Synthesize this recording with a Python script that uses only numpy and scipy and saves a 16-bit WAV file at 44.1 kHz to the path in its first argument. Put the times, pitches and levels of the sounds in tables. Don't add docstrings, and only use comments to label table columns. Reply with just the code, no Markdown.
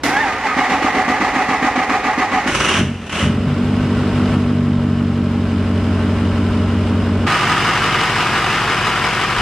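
import sys
import numpy as np
from scipy import signal
from scipy.fft import rfft, irfft, next_fast_len
from scipy.io import wavfile
from scipy.ndimage import uniform_filter1d

SR = 44100
rng = np.random.default_rng(int(sys.argv[2]) if len(sys.argv) > 2 else 0)


def wav_record(signal):
    frames = np.transpose(np.atleast_2d(signal))
    bounded = np.clip(frames, -1, 1)
    quanta = np.round(bounded * 32767).astype(np.int16)
    wavfile.write(sys.argv[1], SR, quanta)


N = 414981
TIME = np.arange(N) / SR

ENGAGE_S, RELEASE_S, CATCH_S, JUMP_S = 0.032, 2.462, 3.21, 7.265

# (frequency [Hz], level [dB])
AIR_COLOUR = [(25, -4), (60, -0.5), (250, -5), (1000, -11.5), (4000, -27), (12000, -52)]
# (frequency [Hz], side less middle [dB])
WIDTH_CRANK = [(60, -52), (110, -44), (200, -67), (360, -22), (660, -21), (1200, -17.5), (2190, -10.5),
               (3980, -3), (7240, 1.5), (13200, 18)]
WIDTH_REAR = [(60, -26), (110, -13.5), (200, -14.5), (360, -19), (660, -21), (1200, -16.5), (2190, -11.5),
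              (3980, -4), (7240, 0), (13200, 16)]
WIDTH_FRONT = [(60, -29), (110, -34), (200, -41), (360, -26), (660, -34), (1200, -19.5), (2190, -14.5),
               (3980, -5), (7240, -2), (13200, 15.5)]
# (time [s], left less right [dB])
PAN = [(0, -1.6), (2.3, -1.4), (3, -.1), (7.25, 0), (7.7, .5), (9.4, 1.7)]

# (frequency [Hz], level [dB])
CLUNK_COLOUR = [(60, -19), (200, -3), (300, 5), (460, -4), (900, -11), (1500, -8), (2000, -6), (3000, -17),
                (5500, -18.5), (8500, -28), (13000, -39)]
# (time [s], tooth mesh [Hz], level of each whining harmonic, three columns [dB])
RUN_UP_PITCH = [(.06, 225, -32, -38, -37), (.125, 255.8, -16, -25, -26), (.165, 271, -17, -34, -21),
                (.19, 291, -18, -38, -18), (.215, 305.7, -29, -38, -14.5), (.243, 280.4, -12, -38, -24),
                (.285, 253, -26, -26, -40), (.325, 239.5, -30, -24, -43), (.365, 241, -34, -20, -40),
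                (.395, 290, -36, -43, -42), (.425, 326, -27, -40, -27), (.462, 278, -15, -37, -33),
                (.495, 253, -24, -17, -34), (.53, 250.5, -32, -20.5, -40), (.56, 243.6, -32, -33, -42)]
WHINE_HARMONICS = [3, 5, 6]
OVERTONE_DB = -18

RUN_UP_STROKES = [-.04, .18, .432]
# (time [s], relative level of the chuff [dB])
COMPRESSIONS = [(.563, -20), (0.688, -18.5), (.818, -20), (.944, -17), (1.073, -19.5), (1.198, -21.5),
                (1.338, -20.5), (1.483, -21), (1.619, -18), (1.751, -22), (1.887, -21.5), (2.032, -24),
                (2.173, -23.5), (2.311, -24), (2.457, -22.5)]
# (frequency [Hz], width [Hz], relative level [dB],
# loudest place [share of stroke], length [share of stroke], swell before labouring deepens it [dB])
HOUSING = [(755.4, 35, -18.5, 0.45, 0.14, 12), (812, 35, -21.5, 0.54, 0.19, 11),
           (1205, 43, -19.5, .13, 0.044, 23), (1202, 130, -23, 0.42, 0.16, 10.5),
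           (1946, 110, -37, 0.48, 0.28, 4)]
# (frequency [Hz], level [dB])
RATTLE_COLOUR = [(21, -47), (35, -9), (64, -19), (142, -16.5), (278, -2), (357, -8), (649, -8), (754, -1.5),
                 (921, -4.5), (1210, -6), (1340, -9), (2000, -4), (3290, -20), (6780, -29.5),
                 (13600, -56.5)]
MESH_HZ, SAG_HZ_PER_S = 299.9, 8.2
RING_EVEN_S = .018
LOAD_DB, LOAD_RISE_DB_PER_S = -1.5, 1.33
RATTLE_DB, RATTLE_FADE_DB_PER_S, RUN_UP_DB = -16.5, 1.05, -4
GROWL_DB = -6
BITE_SHARE, HOLD_SHARE, SLACK_DB = 0.079, 0.36, -5.5
LATE_DB, LATE_AT, LATE_SHARE = 0.5, 0.87, 0.054
CHUFF_HZ, CHUFF_RISE_S, SHUDDER_HZ, SHUDDER_DB = 256.2, 0.016, 47.1, 7

# (time [s], firings per second [Hz])
SPEED = [(2.47, 14), (2.78, 47), (2.9, 48), (3.17, 42), (3.3, 46), (3.65, 48.9), (4.35, 49), (4.65, 47.8),
         (5.7, 46.25), (6.4, 46.55)]
FIRST_CYLINDER_S = 4.7648
# (exhaust pulse strength [ratio], lateness [firing intervals], knock [dB])
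CYLINDERS = [(1.6, .01, 1.2), (.7, 0, .2), (.95, .03, -1), (.75, .03, 0), (.8, .06, .3), (1.3, .03, -1),
             (1.2, 0, .4), (.75, .03, 1)]
# (start [s], end [s], knock [dB], flare relative to idle [dB])
BURSTS = [(2.46, 2.783, -20.5, 3), (3.108, 3.245, -23.5, -2.5)]
BURST_RISE_S, BURST_FALL_S, COAST_DB = 0.021, 0.05, -41
FLARE_LAG_S, FLARE_RISE_S, FLARE_FALL_S = 0.017, 0.031, 0.1
BURST_PUSH_DB, COAST_PUSH_DB = -16, -21
BUILD_S, BUILD_DB = 0.6, -3
# (time [s], reference level for clatter and rush [dB])
EFFORT = [(3.45, -32.5), (3.48, -31.5), (4.34, -28), (4.39, -31.5), (4.62, -34.5), (5.18, -35), (6.05, -30),
          (7.2, -31)]
CLATTER_DB, RUSH_DB, LOPE_DB, BOOM_FOLLOWS = 5, 7.5, -22.5, 0.16
# (multiple of firing rate, relative level [dB], change once settled [dB],
# cold lope [dB])
MAIN_ORDERS = [(2, -21.5, 2.5, 1.5), (3, -29.5, -10, 4), (4, -24.5, -1.5, -3), (5, -21, -1.5, -0.5)]
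# (multiple of firing rate, relative level [dB])
MINOR_ORDERS = [(1, -37.5), (6.375, -34), (8.25, -42), (9.125, -39), (12.25, -45), (13, -46)]
# (frequency [Hz], width [Hz], swell [dB])
PIPE_MODES = [(143.5, 5.5, 9), (241.3, 11, 4)]
# (frequency [Hz], level [dB])
PIPE = [(25, -40), (45, -24), (64, 0), (100, -9), (125, 2), (165, 5), (205, 21.5), (250, 19), (300, 5),
        (330, -12.5), (420, -0.5), (520, -36), (620, -16), (900, -63)]
# (frequency [Hz], level [dB])
RUSH_COLOUR = [(25, -30), (45, -15), (65, 2.5), (130, 0.5), (280, -7.5), (430, -5.5), (540, -18),
               (620, -7.5), (900, -48), (2000, -73)]
SETTLE_S, SETTLING_S = 5.3, 0.46
COLD_LOPE_AT, WARM_S = 0.4, 4.34
RAGGED_DB = -5.5
# (frequency [Hz], share of power [ratio])
REPEATS = [(150, .98), (450, .85), (1000, .4), (2000, .12), (4000, .02)]
COLD_REPEATS = .5

# (frequency [Hz], level [dB])
KNOCK_COLOUR = [(100, -6), (200, -4.5), (340, -2.5), (600, -6.5), (730, -7.5), (1230, -3.5), (1860, -5.5),
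                (2880, -9.5), (4370, -22), (6000, -21.5), (9400, -26.5), (10300, -42), (13600, -51)]
# (frequency [Hz], level [dB])
REAR_COLOUR = [(350, -3), (600, -7.5), (832, -12), (948, -8.5), (1230, -9), (1350, -8.5), (1780, -15.5),
               (2990, -18.5), (4610, -30), (5050, -30.5), (5760, -34), (8300, -37.5), (11800, -54),
               (12800, -53), (13600, -101)]
FRONT_COLOUR = [(150, -39), (250, -38), (272, -28), (367, -4), (568, -13), (754, -7), (907, -7), (1270, -3),
                (1380, -4.5), (2880, -11), (4160, -21.5), (5080, -23.5), (8260, -32), (11900, -45),
                (13600, -50)]
# (frequency [Hz], width [Hz], lift [dB])
BLOCK = [(757, 56, 2.5), (1250, 90, -1), (2890, 190, 3), (5060, 270, 6), (8270, 380, 3)]
# (time [s], level [dB])
HARD_FIRINGS = [(2.473, -16), (2.547, -11.5), (2.601, -13.5), (2.645, -15), (2.684, -14), (2.711, -19),
                (2.738, -17.5), (2.764, -17), (2.788, -21), (3.012, -37), (3.038, -38), (3.063, -30.5),
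                (3.093, -25.5), (3.124, -22), (3.152, -24), (3.19, -21), (3.215, -26)]
HARD_FIRING_RISE_S, HARD_FIRING_FALL_S = .003, 0.021
KNOCK_START_S = 2.468
# (place [firing intervals], depth before each cylinder's own knock [dB], decay [firing intervals])
REAR_KNOCK = (.4, 2.8, .25)
FRONT_KNOCK = (.35, 3.6, .5)
FIRING_SCATTER_DB = .5

# (time [s], level [dB])
POPS = [(2.793, -5), (2.815, -6), (2.838, -9), (3.24, -12.5), (3.26, -9), (3.303, -9), (3.475, -6.5),
        (4.11, -16), (4.37, -5)]
POP_WIDTH_S = 0.0013

# (multiple of firing rate, level [dB])
BAY_ORDERS = [(1, -39.5), (2.001, -45), (2.499, -32.5), (3, -39.5), (3.999, -40), (4.75, -39),
              (5.25, -49.5), (8.001, -41)]
# (frequency [Hz], level [dB])
BAY_COLOUR = [(30, -18), (55, -11), (90, 7), (125, 8), (220, 8), (290, 0), (370, 2.5), (500, -43),
              (900, -35), (4000, -70)]
FRONT_DB, FRONT_FADE_DB_PER_S = -16, 1.0
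BAY_DB, BAY_FADE_DB_PER_S = -25.5, 3
PANEL_HZ, PANEL_WIDTH_HZ, PANEL_DB, PANEL_FADE_DB_PER_S = 1239, 59, -23.5, 4

CEILING, EDGE_HZ = 0.74, 13300


def amp(db):
    return 10 ** (np.asarray(db) / 20)


def evened(x):
    return x / np.sqrt(np.mean(x ** 2) + 1e-20)


def curves(rows):
    s, *columns = np.transpose(rows)
    return [np.interp(TIME, s, c) for c in columns]


def bump(hz, centre, width, lift_db):
    return lift_db / (1 + (2 * (hz - centre) / width) ** 2)


def colour(x, points, modes=()):
    size = next_fast_len(N)
    hz = np.fft.rfftfreq(size, 1 / SR)
    f, db = np.transpose(points)
    shape_db = np.interp(np.log(hz + 1), np.log(f + 1), db)
    shape_db = shape_db + sum(bump(hz, *mode) for mode in modes)
    return irfft(rfft(x, size) * amp(shape_db), size)[..., :N]


def wander(hz):
    return evened(np.interp(TIME * hz, np.arange(N // 8), rng.standard_normal(N // 8)))


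def gate(start, end, rise, fall):
    return np.clip((TIME - start) / rise, 0, 1) * np.clip(1 - (TIME - end) / fall, 0, 1)


def resonate(x, hz, width):
    b, a = signal.iirpeak(hz, hz / (1.45 * width), SR)
    return signal.lfilter(b, a, signal.lfilter(b, a, x))


def add(mix, start, sound):
    part = mix[..., start:start + sound.shape[-1]]
    part += sound[..., :part.shape[-1]]


def spread(pair, width):
    side = colour(pair[1], width)
    return np.array([pair[0] + side, pair[0] - side])


def carport(x, t60, wet_db):
    t = np.arange(SR // 2) / SR
    echoes = rng.standard_normal(len(t)) * (rng.random(len(t)) < .05)
    tail = echoes * amp(-60 * t / t60) * (t > .004)
    wet = signal.oaconvolve(x, tail / np.linalg.norm(tail))[:N]
    return (x + amp(wet_db) * wet) / np.hypot(1, amp(wet_db))


def clatter(envelope, spectrum, width, grain_db, modes=(), hits=0, fired=None):
    small = rng.standard_normal((2, N))
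    if fired is not None:
        small[0] = cycling(fired)
    swarm = (small * amp(grain_db * wander(450)) + hits) * envelope
    rung = np.array([carport(x, t60=0.12, wet_db=-8) for x in swarm])
    return spread(evened(colour(rung, spectrum, modes)), width)


def cycling(count, warm=1):
    orders = np.arange(4097)
    phases = np.exp(2j * np.pi * rng.random(len(orders)))
    strengths = amp(2.35 * rng.standard_normal(len(orders)))
    uneven_only = orders % len(CYLINDERS) > 0
    cycle = evened(irfft(phases * strengths * uneven_only))
    place = np.arange(len(cycle)) / len(cycle)
    same = np.interp(count / len(CYLINDERS), place, cycle, period=1)
    low, high = rng.standard_normal((2, N))
    repeated = np.sqrt(warm) * same + np.sqrt(1 - warm) * low
    repeat_colour = [(hz, 10 * np.log10(share)) for hz, share in REPEATS]
    new_colour = [(hz, 10 * np.log10(1 - share)) for hz, share in REPEATS]
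    return colour(repeated, repeat_colour) + colour(high, new_colour)


def outdoor_air():
    return amp(-34) * evened(colour(rng.standard_normal(N), AIR_COLOUR))


def engagement():
    age = np.maximum(TIME - ENGAGE_S, 0)
    crash = clatter(1, CLUNK_COLOUR, WIDTH_CRANK, grain_db=-2.5) * amp(-14.0 - 60 * age / 0.48)
    thud = np.sin(2 * np.pi * 280 * age) * amp(-11.5) * np.exp(-((TIME - .06) / 0.012) ** 2)
    mesh_hz, *levels_db = curves(RUN_UP_PITCH)
    teeth = 2 * np.pi * np.cumsum(mesh_hz * (1 + .012 * wander(400))) / SR
    whine = 0
    for k, db in zip(WHINE_HARMONICS, levels_db):
        whine = whine + amp(db) * (np.sin(k * teeth) + amp(OVERTONE_DB) * np.sin(2 * k * teeth))
    whine = whine * amp(2.5 * wander(141.7)) * gate(ENGAGE_S, .55, .01, 0.044)
    whine = carport(whine, t60=.15, wet_db=-7)
    return (crash + thud + whine) * gate(ENGAGE_S, 0.72, 0.0054, .1)


def strokes():
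    times = np.concatenate([RUN_UP_STROKES, np.transpose(COMPRESSIONS)[0]])
    return np.interp(TIME, times, np.arange(len(times)))


def housing_rings(mesh, stroke, labour):
    drive = carport(mesh, t60=.3, wet_db=-2) + .4 * rng.standard_normal(N)
    rings = 0
    for hz, width, db, loudest, length, swell_db in HOUSING:
        ring = resonate(drive, hz, width)
        ring = ring / np.sqrt(abs(uniform_filter1d(ring ** 2, int(RING_EVEN_S * SR))) + 1e-12)
        away = (stroke - loudest + .5) % 1 - .5
        rings = rings + ring * amp(db + labour * swell_db * (np.exp(-(away / length) ** 2) - 1))
    return rings * amp(LOAD_DB + LOAD_RISE_DB_PER_S * TIME)


def starter():
    stroke = strokes()
    share = stroke % 1
    labour = np.interp(TIME, [.5, 2.3], [.8, 1.25])
    top_hz = MESH_HZ - SAG_HZ_PER_S * TIME
    mesh_hz = top_hz * (1 - .27 * np.sin(np.pi * (stroke - .07)) ** 2)
    teeth = 2 * np.pi * np.cumsum(mesh_hz * (1 + 0.0134 * wander(250))) / SR
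    mesh = evened(sum(np.cos(k * teeth) for k in range(2, 11)))
    rings = housing_rings(mesh, stroke, labour) * gate(0.515, RELEASE_S - .05, 0.075, 0.055)

    loaded = gate(RUN_UP_STROKES[1] + .05, RELEASE_S - .035, .02, 0.044)
    slack = np.interp(share, [0, BITE_SHARE, HOLD_SHARE, LATE_AT], [1, 0, 0, 1]) * loaded
    strain = amp(SLACK_DB * labour * slack + 0.94 * wander(130))
    rattle = clatter(strain * amp(0.14 * np.cos(teeth)), RATTLE_COLOUR, WIDTH_CRANK, grain_db=0.5)
    growl = evened(colour(carport(mesh, t60=0.47, wet_db=-19), RATTLE_COLOUR)) * strain
    run_up_db = RUN_UP_DB * (1 - gate(0.4, JUMP_S, 0.22, .1))
    gears = (rattle + amp(GROWL_DB) * growl) * amp(RATTLE_DB - RATTLE_FADE_DB_PER_S * TIME + run_up_db)
    late_swell = amp(LATE_DB * np.exp(-((share - LATE_AT) / LATE_SHARE) ** 2) * loaded)
    return late_swell * (rings + gears * gate(ENGAGE_S, RELEASE_S, 0.026, 0.082))


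def chuffs():
    t = np.arange(SR // 6) / SR
    shudder = amp(SHUDDER_DB * np.cos(2 * np.pi * SHUDDER_HZ * (t - .008)))
    shape = t / CHUFF_RISE_S * np.exp(1 - t / CHUFF_RISE_S) * shudder
    out = np.zeros(N)
    for s, db in COMPRESSIONS:
        breath = evened(resonate(rng.standard_normal(len(t)), 263, 99))
        gas = np.sin(2 * np.pi * CHUFF_HZ * t) + .5 * breath
        add(out, round(s * SR), amp(db) * shape * gas)
    return out


def firings():
    count = np.cumsum(curves(SPEED)[0]) / SR
    return count - np.interp(FIRST_CYLINDER_S, TIME, count)


def burst(start, end):
    build = 1 - np.exp(-np.maximum(TIME - start, 0) / BURST_RISE_S)
    return build * np.exp(-np.maximum(TIME - end, 0) / BURST_FALL_S)


def push():
    build = amp(BUILD_DB * (1 - gate(CATCH_S, JUMP_S, BUILD_S, .1)))
    idle = gate(CATCH_S, JUMP_S, 0.032, .1) * build
    strength = amp(COAST_PUSH_DB) + (1 - amp(COAST_PUSH_DB)) * idle
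    for start, end, _, flare_db in BURSTS:
        age = TIME - end - FLARE_LAG_S
        flare = np.exp(-np.maximum(-age / FLARE_RISE_S, age / FLARE_FALL_S))
        strength = strength + amp(BURST_PUSH_DB) * burst(start, end) + amp(flare_db) * flare
    return strength


def lope(count, scatter, spectrum, lead):
    strength, late, _ = np.transpose(CYLINDERS)
    number = np.arange(np.ceil(count[0]) + 1, count[-1] - 1).astype(int)
    even_at = np.searchsorted(count, number - lead)
    chance = rng.standard_normal((len(number), 2)).T * scatter[even_at]
    lateness = late[number % 8] - late.mean() + 0.16 * chance[1]
    true_at = np.searchsorted(count, number - lead + lateness)
    pulses = np.zeros(N)
    pulses[np.minimum(true_at, N - 1)] = strength[number % 8] / strength.mean() + chance[0]
    pulses[even_at] -= 1
    boom = colour(pulses, spectrum)
    return boom / np.sqrt(abs(uniform_filter1d(boom ** 2, SR // 3)) + 1e-12)


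def exhaust_orders(count, scatter):
    speed = curves(SPEED)[0]
    settled = gate(SETTLE_S, JUMP_S, SETTLING_S, .1)
    turn = 2 * np.pi * (count + 0.019 * scatter * wander(40))
    lope_swing = np.cos(2 * np.pi * (count / len(CYLINDERS) - COLD_LOPE_AT))
    cold_lope = lope_swing * gate(CATCH_S, WARM_S, 0.22, 0.15)
    dispersion = .1
    boom = 0
    for k, db, change_db, lope_db in MAIN_ORDERS:
        swell_db = sum(bump(k * speed, *mode) for mode in PIPE_MODES)
        level = amp(db + change_db * settled + lope_db * cold_lope + swell_db)
        boom = boom + level * np.cos(k * turn - dispersion * (k - 2) ** 2)
    minor = sum(amp(db) * np.cos(k * turn) for k, db in MINOR_ORDERS)
    return boom + minor * gate(2.9, JUMP_S, 0.71, 0.0087), turn


def tailpipe(count):
    effort_db = curves(EFFORT)[0]
    scatter = np.interp(TIME, [2.8, 4.7], [0.44, 0.034])
    boom, turn = exhaust_orders(count, scatter)
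    uneven = lope(count, scatter, PIPE, lead=-.012) * amp(LOPE_DB)
    warmth = np.clip((TIME - CATCH_S) / (WARM_S - CATCH_S), 0, 1)
    warm = COLD_REPEATS + (1 - COLD_REPEATS) * warmth
    puffs = cycling(count, warm) * amp(2.0 * np.cos(turn))
    rush = evened(colour(puffs, RUSH_COLOUR)) * amp(effort_db + RUSH_DB)
    pulses = np.sqrt(2) * boom * amp(RAGGED_DB * scatter) + uneven
    pulses = pulses * amp(BOOM_FOLLOWS * (effort_db - effort_db.mean()))
    return (pulses + rush) * push() * gate(RELEASE_S, JUMP_S, .02, 0.005)


def impacts(fired, scatter_db, ring_s, count):
    t = np.arange(SR // 50) / SR
    places = (np.arange(count) + rng.random(count)) / count
    pitches = rng.permutation(np.linspace(700, 5500, count))
    cycles = np.arange(fired[0], fired[-1], len(CYLINDERS))
    out = np.zeros((2, N))
    for place, hz in zip(places, pitches):
        crack = rng.standard_normal((2, len(t)))
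        ring = evened((crack + .4 * evened(resonate(crack, hz, 900))) * np.exp(-t / ring_s))
        late = .02 * rng.standard_normal(len(cycles))
        for start in np.searchsorted(fired, cycles + place * len(CYLINDERS) + late):
            add(out, start, ring * amp(scatter_db * rng.uniform(-1, 1)))
    return evened(out)


def knocks(count, knock, sway_db, loudest):
    at, depth_db, decay = knock
    cycle = 2 * np.pi * (count - loudest) / len(CYLINDERS)
    place = count - at + .05 * wander(47)
    number = np.floor(place).astype(int)
    cylinder_db = np.transpose(CYLINDERS)[2][number % len(CYLINDERS)]
    cylinder_db = cylinder_db + FIRING_SCATTER_DB * rng.standard_normal(512)[number]
    knock_db = (depth_db + cylinder_db) * np.exp(-(place % 1) / decay)
    return amp(knock_db + sway_db * (np.cos(cycle) + np.cos(2 * cycle)))


def block_rasp():
    lower = evened(resonate(rng.standard_normal(N), 2810, 490))
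    upper = evened(resonate(rng.standard_normal(N), 5900, 740))
    lower_db = np.interp(TIME, [2.5, 2.72, 3.2], [-16, -4, -5])
    upper_db = np.interp(TIME, [2.5, 2.7, 3.1], [-19, -16, -28])
    return lower * amp(lower_db) + upper * amp(upper_db)


def cold_firing():
    bursts = sum(amp(db) * burst(start, end) for start, end, db, _ in BURSTS)
    power = (bursts + amp(COAST_DB) * gate(RELEASE_S, CATCH_S, .01, 0.089)) ** 2
    for s, db in HARD_FIRINGS:
        hit = gate(s, JUMP_S, HARD_FIRING_RISE_S, .1) * np.exp(-abs(TIME - s) / HARD_FIRING_FALL_S)
        power = power + (amp(db) * hit) ** 2
    return np.sqrt(power)


def engine_from_rear(count):
    loose = impacts(count, scatter_db=4, ring_s=.004, count=56)
    cold = clatter(1, KNOCK_COLOUR, WIDTH_CRANK, grain_db=0.5,
                   modes=[(2980, 130, 4.6), (5860, 510, 4.1)], hits=0.51 * loose)
    cold = (cold + block_rasp()) * cold_firing() * gate(KNOCK_START_S, JUMP_S, .006, .1)
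    ticks = impacts(count, scatter_db=2, ring_s=.005, count=64)
    beat = knocks(count, REAR_KNOCK, sway_db=.6, loudest=2.7)
    idle = clatter(beat, REAR_COLOUR, WIDTH_REAR, grain_db=0.5, modes=BLOCK, hits=.45 * ticks, fired=count)
    return cold + idle * amp(curves(EFFORT)[0] + CLATTER_DB) * gate(3.25, JUMP_S, 0.012, .004)


def pops():
    t = np.arange(-SR // 100, SR // 100) / SR
    u = (t / POP_WIDTH_S) ** 2
    out = np.zeros(N)
    for s, db in POPS:
        add(out, round((s + t[0]) * SR), amp(db) * (1 - u) * np.exp(-u / 2))
    return out


def engine_bay(count, age):
    hum = np.sqrt(2) * sum(amp(db) * np.cos(2 * np.pi * k * count) for k, db in BAY_ORDERS)
    throb = lope(count, np.full(N, .06), BAY_COLOUR, lead=0.512)
    rumble = evened(colour(cycling(count), BAY_COLOUR))
    low = 0.97 * carport(throb, t60=0.5, wet_db=-3.0) + 0.98 * rumble
    return hum + low * amp(BAY_DB - BAY_FADE_DB_PER_S * age)


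def engine_from_front(count):
    age = np.maximum(TIME - JUMP_S, 0)
    ticks = impacts(count, scatter_db=2.5, ring_s=.002, count=64)
    beat = knocks(count, FRONT_KNOCK, sway_db=.4, loudest=7.7)
    close = clatter(beat, FRONT_COLOUR, WIDTH_FRONT, grain_db=1.0, modes=BLOCK, hits=0.41 * ticks,
                    fired=count)
    close = close * amp(FRONT_DB - FRONT_FADE_DB_PER_S * age)
    panel = evened(resonate(cycling(count) * beat, PANEL_HZ, PANEL_WIDTH_HZ))
    panel = panel * amp(PANEL_DB - PANEL_FADE_DB_PER_S * age)
    return (close + panel + engine_bay(count, age)) * gate(JUMP_S, TIME[-1], .004, .01)


def placed(x):
    pan_db = curves(PAN)[0]
    lows = signal.sosfiltfilt(signal.butter(2, 2500, fs=SR, output="sos"), x.mean(0))
    early = .5 * pan_db * np.gradient(lows)
    return (x + np.outer([1, -1], early)) * amp(np.outer([.5, -.5], pan_db))


def scene():
    air = outdoor_air()
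    cranking = engagement() + starter() + chuffs()
    count = firings()
    exhaust = tailpipe(count) + pops()
    engine = engine_from_rear(count) + engine_from_front(count)
    return placed(cranking + engine) + exhaust + air


def record(dry):
    lean = signal.sosfiltfilt(signal.butter(6, 37, "high", fs=SR, output="sos"), dry)
    rounded = lean / (1 + (lean / CEILING) ** 4) ** .25
    band_limit = signal.firwin(255, EDGE_HZ, window=("kaiser", 9), fs=SR)
    return signal.oaconvolve(rounded, band_limit[None], "same")


dry = scene()
out = record(dry)
wav_record(out)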